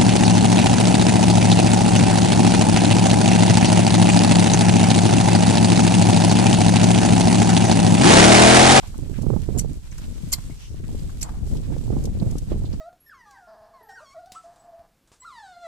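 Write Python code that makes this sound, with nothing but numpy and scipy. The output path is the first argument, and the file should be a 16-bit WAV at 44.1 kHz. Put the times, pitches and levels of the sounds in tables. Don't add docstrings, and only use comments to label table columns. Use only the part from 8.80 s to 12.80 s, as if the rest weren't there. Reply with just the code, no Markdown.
import sys
import numpy as np
from scipy import signal
from scipy.fft import rfft, irfft
from scipy.io import wavfile
from scipy.ndimage import uniform_filter1d, map_coordinates

SR = 44100
rng = np.random.default_rng(int(sys.argv[2]) if len(sys.argv) > 2 else 0)


def digitize_waveform(pressure):
    field = np.atleast_2d(pressure).T
    bounded = np.clip(field, -1, 1)
    quanta = np.round(bounded * 32767).astype(np.int16)
    wavfile.write(sys.argv[1], SR, quanta)


N = 176400
T = np.arange(N) / SR
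FREQS = np.arange(N // 2 + 1) * SR / N + 1e-3


def undb(db):
    return 10 ** (np.asarray(db) / 20)


def unit(x):
    return x / np.sqrt(np.mean(x ** 2))


def curve(rows):
    return np.interp(T, *np.array(rows).T)


def colour(rows):
    hz, db = np.array(rows).T
    return undb(np.interp(np.log(FREQS), np.log(hz), db))


def resonance(hz, width):
    return 1 / (1 + 1j * (FREQS ** 2 - hz ** 2) / (FREQS * width))


def shape(x, response):
    return irfft(rfft(x) * response, N)


def noise(response):
    return unit(shape(rng.standard_normal((2, N)), response))


def band_noise(hz, width):
    return noise(resonance(hz, width) ** 2)


def steady(x, samples):
    return x / np.sqrt(uniform_filter1d(x ** 2, size=samples))


def waver(hz):
    return unit(shape(rng.standard_normal(N), 1 / (1 + (FREQS / hz) ** 4)))


def strike(start, decay, rise_s):
    age = np.maximum(T - start, 0)
    fall = np.exp(-np.minimum(np.maximum(age - rise_s, 0) / decay, 50))
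    return np.minimum(age / rise_s, 1) * fall


# time in seconds, relative level in dB.
LEFT_GUSTS = [(0, -41), (.2, -36), (.32, -43), (.61, -39.5), (.72, -36), (.95, -34), (1.03, -44),
              (1.3, -31.5), (1.51, -34), (1.6, -41), (1.7, -32), (1.82, -45), (1.9, -35), (2.14, -29),
              (2.48, -36), (2.73, -25), (2.84, -32), (3.02, -35), (3.17, -26), (3.37, -27), (3.6, -30.5),
              (3.67, -35.5), (3.73, -25), (4, -34.5)]
RIGHT_GUSTS = [(0, -37), (.15, -35), (.2, -28), (.36, -28.5), (.53, -16.5), (.63, -28), (.76, -21),
               (.87, -25.5), (.93, -32), (1.03, -39), (1.17, -32.5), (1.4, -39.5), (1.57, -33), (1.8, -43),
               (2.1, -33), (2.63, -33), (2.76, -24.5), (2.83, -30.5), (2.91, -23), (3.01, -28), (3.13, -21),
               (3.33, -31), (3.43, -22), (3.66, -32.5), (3.73, -24), (4, -28)]
# frequency in Hz, relative spectral level in dB.
RUMBLE_SPECTRUM = [(10, -5.5), (30, 4.5), (60, 1), (110, -2), (200, -11), (350, -22), (600, -33),
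                   (1000, -49.5), (2000, -59), (6000, -104)]
def wind(gusts, reference_db=-30, rumble_db=-26.5, db_per_octave=24):
    strength_db = curve(gusts) - reference_db
    flutter = waver(hz=69.9)
    speed = 2 ** (strength_db / db_per_octave + .22 * flutter)
    travel = np.cumsum(speed) % (N - 1)
    eddies = map_coordinates(noise(colour(RUMBLE_SPECTRUM))[0], [travel], order=3, mode="wrap")
    return steady(eddies, samples=4410) * undb(rumble_db + strength_db + 1.88 * flutter)


# frequency in Hz, relative spectral level in dB.
STRAW_SPECTRUM = [(200, 6), (600, -2), (1000, -0.5), (1800, -3), (3000, -1.5), (4500, -1), (6000, -1),
                  (7900, 2), (9500, -5), (12000, -7), (14000, -10)]
# frequency in Hz, level of left over right in dB.
STRAW_BALANCE = [(200, -8), (2000, 0.5), (4500, -4.5), (8000, 4.5), (10000, -7), (14000, 1.5)]
# time in seconds, gain in dB.
STRAW_SWELL = [(0, 0.5), (.25, -0.5), (.76, 1), (1.02, -3.5), (1.14, -1), (1.6, 4.5), (1.76, -0.5),
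               (2.0, -5.5), (2.16, 2.5), (2.34, 0), (2.44, 1), (2.62, -4.5), (2.72, 4.5), (2.84, -2.5),
               (2.94, -0.5), (3.22, 1), (3.31, -4), (3.47, 0), (4, -4)]
def straw(hiss_db=-52.5, snap_db=-60, snaps_per_s=110, snap_decay_s=.0012):
    spectrum = colour(STRAW_SPECTRUM) * colour(STRAW_BALANCE) ** np.array([[.5], [-.5]])
    hiss = noise(spectrum) * unit(undb(2.2 * waver(hz=1050)))
    hiss *= undb(hiss_db + .6 * waver(hz=29))
    breaks = rng.random(N) < snaps_per_s / SR
    sizes = undb(4.5 * np.minimum(rng.standard_normal(N), 2))
    envelope = unit(signal.lfilter([1], [1, -np.exp(-1 / (snap_decay_s * SR))], breaks * sizes))
    snaps = undb(snap_db) * envelope * noise(spectrum)
    return (hiss + snaps) * undb(curve(STRAW_SWELL))


# start in seconds, level in dB, decay in seconds, centre in Hz.
SQUELCHES = [(0.025, -42.5, 0.026, 815), (0.137, -45, 0.011, 860), (.335, -49, 0.022, 1950),
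             (1.115, -52.5, 0.022, 1810), (1.18, -44.5, 0.0043, 1350), (1.535, -49, 0.025, 1040),
             (1.579, -42, 0.0037, 890), (2.033, -48.5, 0.013, 1610), (2.29, -45, 0.007, 1110),
             (2.438, -41.5, 0.048, 830), (2.486, -38, 0.0065, 900), (2.531, -48.5, 0.045, 810),
             (2.93, -49, 0.01, 1900)]
def mud():
    steps = sum(undb(db) * strike(start, decay, rise_s=.007) * band_noise(hz, width=.8 * hz)
                for start, db, decay, hz in SQUELCHES)
    wheels = undb(-65.5 + 6.5 * waver(hz=9.8)) * band_noise(hz=1110, width=4600)
    grain = unit(undb(1.5 * waver(hz=117)))
    return (steps + wheels) * grain


# midpoint in seconds, level in dB, half length in seconds,
# centre in Hz, width in Hz.
LOAD_SHIFTS = [(0.052, -51, 0.046, 2900, 4050), (1.838, -52, 0.047, 2920, 1300),
               (1.846, -54, 0.083, 5730, 1820), (2.689, -53, .022, 6300, 11000)]
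def rustles():
    return sum(undb(db) * np.exp(-((T - middle) / half_length) ** 2) * band_noise(hz, width)
               for middle, db, half_length, hz, width in LOAD_SHIFTS)


# start in seconds, level in dB, decay in seconds,
# centre in Hz, width in Hz.
DRY_TICKS = [(.072, -45.5, 0.011, 6700, 5970), (.178, -40, 0.0016, 8100, 5000),
             (0.42, -41.5, 0.0066, 6540, 7000), (0.931, -43, 0.0019, 7900, 6000),
             (1.113, -46.5, 0.01, 5900, 1000), (1.179, -41.5, 0.011, 6340, 6000),
             (1.706, -54, 0.022, 2170, 252), (2.193, -43, 0.0023, 3980, 4000),
             (2.768, -45, 0.009, 4230, 4000), (3.238, -38, 0.0049, 6850, 5000),
             (3.253, -35, 0.0063, 5830, 6340), (3.398, -37.5, 0.0036, 4000, 700),
             (3.511, -39.5, 0.0037, 6300, 5000), (3.582, -35.5, 0.0055, 6350, 5950),
             (3.852, -48.5, 0.019, 3800, 2000), (3.927, -49, 0.015, 5030, 2000)]
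def ticks():
    return sum(undb(db) * strike(start, decay, rise_s=.0019) * band_noise(hz, width)
               for start, db, decay, hz, width in DRY_TICKS)


# start in seconds, level before filtering in dB, pitch in Hz,
# share on the right from 0 to 1.
STRONG_EDDIES = [(.187, -20.5, 304, 1), (.259, -32, 310, 1), (.295, -20, 355, 0.98), (.388, -25, 264, 0.9),
                 (.439, -15, 280, 0.8), (.501, -10.5, 384, 1), (.537, -14.5, 490, .98),
                 (.561, -6.5, 196, 1), (.687, -14, 361, .9), (.770, -11.5, 240, 0.99), (.845, -17, 400, 1),
                 (1.697, -23.5, 269, 0.2), (1.942, -27, 324, 0.18), (2.088, -22.5, 251, 0.83),
                 (2.146, -19, 264, 0.26), (2.713, -24, 258, 0.3), (2.752, -20, 345, 1),
                 (2.915, -19.5, 250, 1), (2.964, -18.5, 504, 0.1), (3.077, -18, 252, 0.1),
                 (3.102, -14, 342, 1), (3.165, -11, 250, 0.84), (3.273, -20.5, 356, 1),
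                 (3.419, -14.5, 312, 1), (3.553, -14.5, 272, 0), (3.717, -10, 320, 1),
                 (3.843, -20, 283, 0.86), (3.935, -15, 206, 1)]
def bumps(decay_cycles=1.06, cutoff_hz=946, roughness=.41):
    pressure = np.zeros((2, N))
    ragged = roughness * waver(cutoff_hz)
    for start, db, hz, right in STRONG_EDDIES:
        swing = np.sin(2 * np.pi * hz * (T - start)) + ragged * 2 * hz / cutoff_hz
        envelope = undb(db) * strike(start, decay_cycles / hz, rise_s=.0021)
        pressure += envelope * swing * np.array([[1 - right], [right]])
    low_pass = resonance(cutoff_hz, cutoff_hz * np.sqrt(2)) * cutoff_hz / (1j * FREQS * np.sqrt(2))
    return shape(pressure, low_pass)


def click_envelope(start, hold, rise_s=.0008, release_s=.0022):
    age = T - start
    exponent = np.minimum(age, 0) / rise_s - np.maximum(age - hold, 0) / release_s
    return np.exp(np.maximum(exponent, -50))


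# start in seconds, level in dB, hold in seconds, ring in Hz,
# relative ring level in dB, upper band edge in Hz, relative drive to the body in dB.
CLACK_CONTACTS = [(0.7776, -43, 0.011, 7130, 7.5, 11400, -24), (0.786, -39, .001, 7100, 9, 11800, -22),
                  (0.7864, -44.5, .010, 10950, 12.5, 11800, -22), (0.7926, -28, .0004, 7800, 5, 11700, -22),
                  (0.796, -37, 0.0018, 6160, 10.5, 11600, -11), (0.812, -44, .002, 8030, 3, 11800, -12),
                  (1.5198, -36.5, .006, 7240, 4, 12100, -12.5), (1.527, -21.5, 0.005, 7230, 0, 15500, -8.5),
                  (1.5339, -21.5, 0.0011, 7300, -3, 15300, -1.5),
                  (1.5377, -27, 0.00067, 4330, 7, 15200, -2), (2.4132, -37, .008, 5830, 2, 13300, -14),
                  (2.426, -36.5, 0.0059, 2180, -5, 8500, -9), (2.4293, -29.5, .001, 7630, 7.5, 13400, -13)]
# frequency in Hz, relative spectral level in dB.
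GRIT_SPECTRUM = [(300, -11), (900, 1), (1700, -1), (2800, 5), (4500, 1.5), (7500, -2), (9500, -4),
                 (11000, -6.5), (13200, 1), (14500, -15)]
# frequency in Hz, gain in dB, time to fall 60 dB in seconds.
BODY_MODES = [(2100, 14, 0.029), (3190, 14.5, 0.058), (4435, 25, 0.048), (4785, 4, 0.078), (5870, 4, 0.039),
              (7298, 12, .04), (10950, 8, .03)]
def clacks(low_edge_hz=5200, low_leak_db=-13.5, scatter_db=-4.5):
    grit = noise(colour(GRIT_SPECTRUM))
    high_pass = undb(low_leak_db) + 1 / (1 + (low_edge_hz / FREQS) ** 12)
    direct, drive = np.zeros((2, N)), np.zeros((2, N))
    for start, db, hold, ring_hz, ring_db, high_edge_hz, body_db in CLACK_CONTACTS:
        band = high_pass / (1 + (FREQS / high_edge_hz) ** 12)
        crack = unit(shape(grit, band))
        ring = steady(band_noise(ring_hz, width=630), samples=110)
        envelope = undb(db) * click_envelope(start, hold)
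        direct += envelope * (crack + undb(ring_db) * ring)
        drive += envelope * crack * undb(body_db)
    body = sum(undb(db) * resonance(hz, np.log(1000) / (np.pi * t60)) for hz, db, t60 in BODY_MODES)
    direct += shape(drive, body)
    scatter = unit(rng.standard_normal((2, N)) * strike(0, decay=.008, rise_s=.00032)) / np.sqrt(N)
    return direct + undb(scatter_db) * shape(direct, rfft(scatter))


def scene():
    rumble = np.array([wind(LEFT_GUSTS), wind(RIGHT_GUSTS)])
    return rumble + bumps() + clacks() + ticks() + mud() + straw() + rustles()


def record(dry, cutoff_hz=13900):
    return signal.sosfilt(signal.ellip(8, .2, 80, cutoff_hz, fs=SR, output="sos"), dry)


dry = scene()
out = record(dry)
digitize_waveform(out)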